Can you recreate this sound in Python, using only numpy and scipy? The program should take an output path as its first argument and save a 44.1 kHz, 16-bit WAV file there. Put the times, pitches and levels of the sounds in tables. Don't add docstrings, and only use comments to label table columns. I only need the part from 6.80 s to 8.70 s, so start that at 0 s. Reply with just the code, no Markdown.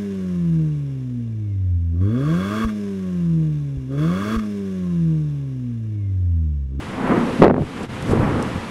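import sys
import numpy as np
from scipy import signal
from scipy.fft import rfft, irfft
from scipy.io import wavfile
from scipy.ndimage import uniform_filter1d

SR = 44100
rng = np.random.default_rng(int(sys.argv[2]) if len(sys.argv) > 2 else 0)


def wav_record(signal):
    frames = np.transpose(np.atleast_2d(signal))
    bounded = np.clip(frames, -1, 1)
    quanta = np.round(bounded * 32767).astype(np.int16)
    wavfile.write(sys.argv[1], SR, quanta)


N = 83790
TIME = np.arange(N) / SR


def gas_jet(steady_roar_db=-32.5, steady_rush_db=-39.5, crest_s=0.018):
    # peak_s, roar_db, rush_db, rise_s, fall_s
    surges = [(0.311, -13.5, -17.5, 0.097, 0.12), (.38, -14.5, -30, 0.052, 0.2),
              (1.025, -30, -37.5, .05, 0.03), (1.329, -18, -29.5, 0.04, .09), (1.439, -22, -25, 0.082, 0.2),
              (1.583, -21.5, -39, 0.07, 0.072)]
    # pitch_hz, level_db
    roar_tone = [(40, -29), (110, -13.5), (175, -2.5), (230, 0), (300, -2.5), (400, -9), (520, -8.5),
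                 (700, -26), (1200, -23), (3000, -58)]
    # pitch_hz, level_db
    rush_tone = [(200, -2), (450, -8), (700, -0.5), (1100, -1), (1500, -7), (2000, -10.5), (2800, -21),
                 (4000, -35.5), (8000, -52)]
    roar_power, rush_power = amp(steady_roar_db) ** 2, amp(steady_rush_db) ** 2
    for peak_s, roar_db, rush_db, rise_s, fall_s in surges:
        slope_s = np.where(TIME < peak_s, rise_s, fall_s)
        swell = np.exp((crest_s - np.hypot(TIME - peak_s, crest_s)) / slope_s)
        roar_power += (amp(roar_db) * swell) ** 2
        rush_power += (amp(rush_db) * swell) ** 2
    swirls = flutter(rate_hz=32)
    roar = noise(roar_tone, steady_s=0.043) * np.sqrt(roar_power) * amp(0.26 * swirls)
    rush = noise(rush_tone) * np.sqrt(rush_power) * amp(0.85 * swirls)
    return roar + rush


def boom(start_s=0.619, push_s=0.626, push_width_s=0.0044):
    # pitch_hz, level_db
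    burst_tone = [(20, -34), (100, -16), (190, 4), (290, 3), (420, 0), (800, -11.5), (1200, -24),
                  (1900, -26.5), (3000, -51), (6000, -71)]
    # pitch_hz, level_db
    roll_tone = [(20, -27), (70, -3.5), (130, -1.5), (220, 1), (400, -3), (650, -14), (1000, -28),
                 (1800, -40), (4000, -72)]
    push_time = (TIME - push_s) / push_width_s
    push = amp(-20.5) * push_time * np.exp(0.5 - 0.5 * push_time ** 2)
    age_s = np.maximum(TIME - start_s, 0)
    burst_db, roll_db = -11 - 161 * age_s, -17 - 29 * age_s
    burst = noise(burst_tone, steady_s=0.03) * fade_in(start_s, width_s=0.0066) * amp(burst_db)
    roll_on = fade_in(0.598, width_s=0.0093) * (1 - fade_in(0.834, width_s=0.0186))
    roll = noise(roll_tone, steady_s=0.014) * roll_on * amp(roll_db)
    return push + burst + roll


def shocks(sputter_db=-11, sputter_s=0.0022, size=4096):
    # start_s, strength_db, treble_limit_hz
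    volley = [(0.6211, 1, 5500), (.6265, 2.5, 6500), (.636, 1, 4500), (0.643, 1.5, 5000), (.6485, -1, 5000),
              (.657, -1, 3500), (.6655, -1.5, 2600), (0.67, -9, 4000), (.681, -4, 6000), (.6995, -6, 3000),
              (.703, -11.5, 2200), (0.7104, -6.5, 3200), (.743, -9, 3600), (0.765, -12.5, 2500),
              (.782, -11, 1200), (.8, -19.5, 900), (.821, -12.5, 1300)]
    # pitch_hz, level_db
    shock_tone = [(20, -33), (70, -18), (130, -6.5), (230, 1.5), (450, 6), (900, -7.5), (1800, -17),
                  (3200, -32), (5000, -41), (9000, -61)]
    log_gain = np.log(tone_gains(shock_tone, size))
    mirrored = np.concatenate([log_gain, log_gain[-2:0:-1]])
    spectrum = np.exp(np.conj(signal.hilbert(mirrored)))
    pulse = np.fft.ifft(spectrum).real
    sputter = amp(sputter_db) * noise(shock_tone, steady_s=0.0055)
    out = np.zeros(N)
    for start_s, strength_db, treble_limit_hz in volley:
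        pop = sputter * bump(start_s, sputter_s)
        add(pop, start_s, pulse / abs(pulse).max())
        treble_cut = signal.butter(2, treble_limit_hz, fs=SR)
        out += amp(strength_db) * signal.lfilter(*treble_cut, pop)
    return out


def air_thumps(fade_cycles=0.54):
    # peak_s, level_db, pitch_hz
    pockets = [(.262, -15, 174), (0.321, -9.5, 258), (0.38, -24, 260), (0.602, -8, 231), (.626, -4, 172),
               (0.684, -10.5, 188), (0.707, -8.5, 230), (0.725, -13, 188), (.783, -13.5, 280),
               (0.819, -10.5, 143), (1.021, -20, 204), (1.336, -6.5, 365), (1.399, -11, 132),
               (1.437, -11, 232), (1.563, -12.5, 280), (1.602, -16, 178), (1.76, -14.5, 202)]
    out = np.zeros(N)
    for (peak_s, level_db, pitch_hz), phase in zip(pockets, rng.random(len(pockets))):
        cycles = (TIME - peak_s) * pitch_hz
        swell = np.exp(1 - np.hypot(1, cycles / fade_cycles))
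        out += amp(level_db) * swell * np.cos(2 * np.pi * (cycles + phase))
    return out


def wind_rumble(boost_db=1.5):
    # time_s, level_db
    gust_levels = [(0.0, -42), (0.026, -37), (0.242, -37), (0.254, -39), (0.576, -37.5), (0.618, -39),
                   (0.776, -40), (0.814, -24.5), (0.91, -42.5), (1.274, -30), (1.3, -17.5), (1.332, -20),
                   (1.364, -31), (1.396, -20), (1.73, -35), (1.75, -26), (1.836, -41), (1.9, -44)]
    # pitch_hz, level_db
    rumble_tone = [(10, -7), (25, -16.5), (50, -11.5), (80, 1), (125, 1.5), (180, -5.5), (300, -24),
                   (800, -55.5)]
    return noise(rumble_tone, steady_s=0.11) * level_curve(gust_levels) * amp(boost_db)


def wind_hiss():
    # time_s, level_db
    hiss_levels = [(0, -33), (.33, -36), (.39, -32), (.6, -31), (.95, -38), (1.15, -36.5), (1.32, -36.5),
                   (1.42, -40), (1.66, -35.5), (1.9, -36.5)]
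    # pitch_hz, level_db
    hiss_tone = [(200, -9), (800, 3.5), (2000, 1.5), (3000, -1.5), (4300, -9), (6000, -14), (9000, -17),
                 (12000, -22.5)]
    return noise(hiss_tone) * level_curve(hiss_levels)


def grit(tick_s=1.6265, tick_hz=6540, scratch_s=0.00094):
    # peak_s, level_db, half_length_s
    rustles = [(1.033, -44, .004), (1.226, -38.5, 0.0018), (1.266, -48, 0.0056), (1.292, -46, 0.015),
               (1.318, -41.5, 0.0073)]
    # pitch_hz, level_db
    grit_tone = [(500, -20), (2500, -4), (5000, 1), (8000, 1.5), (12000, -7)]
    rustle = sum(amp(level_db) * bump(peak_s, half_s) for peak_s, level_db, half_s in rustles)
    age_s = TIME - tick_s
    tick = amp(-16) * bump(tick_s, 0.25 / tick_hz) * np.sin(2 * np.pi * tick_hz * age_s)
    scratch = amp(-25.5) * np.exp(-abs(age_s) / scratch_s)
    return noise(grit_tone) * (rustle + scratch) + tick


def amp(db):
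    return 10 ** (np.asarray(db) / 20)


def unit(x):
    return x / np.sqrt(np.mean(x ** 2) + 1e-20)


def level_curve(rows):
    return amp(np.interp(TIME, *np.transpose(rows)))


def tone_gains(tone, size):
    hz, db = np.transpose(tone)
    return amp(np.interp(np.log(np.fft.rfftfreq(size, 1 / SR) + 1), np.log(hz), db))


def noise(tone, steady_s=0.05):
    shaped = irfft(rfft(rng.standard_normal(N)) * tone_gains(tone, N), N)
    span = int(steady_s * SR)
    power = uniform_filter1d(uniform_filter1d(unit(shaped) ** 2, span), span)
    return unit(shaped / np.sqrt(abs(power) + 1e-9))


def flutter(rate_hz):
    hz = np.fft.rfftfreq(N, 1 / SR)
    gains = hz / (1 + (hz / rate_hz) ** 2) ** 2
    return unit(irfft(rfft(rng.standard_normal(N)) * gains, N))


def fade_in(middle_s, width_s):
    return 0.5 + 0.5 * np.tanh((TIME - middle_s) / width_s)


def bump(peak_s, width_s):
    return np.exp(-0.5 * ((TIME - peak_s) / width_s) ** 2)


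def add(mix, start_s, sound):
    part = mix[round(start_s * SR):][:len(sound)]
    part += sound[:len(part)]


def scene():
    # time_s, change_db
    level_dips = [(.63, -4.5), (.675, -13.5), (.72, -24), (.795, -12.5), (.825, -9), (.87, -4), (.91, -3.5),
                  (.97, 0), (1.052, -0.5), (1.068, -9.5), (1.08, -12.5), (1.098, -3), (1.14, -0.5)]
    backdrop = (gas_jet() + wind_hiss() + grit()) * level_curve(level_dips)
    return (backdrop + wind_rumble() + boom() + shocks() + air_thumps())[None]


def record(dry, ceiling=1.0, treble_limit_hz=12050):
    clipped = np.clip(dry, -ceiling, ceiling)
    treble_cut = signal.firwin(301, treble_limit_hz, window=("kaiser", 8), fs=SR)
    return signal.oaconvolve(clipped, treble_cut[None], "same")


dry = scene()
out = record(dry)
wav_record(out)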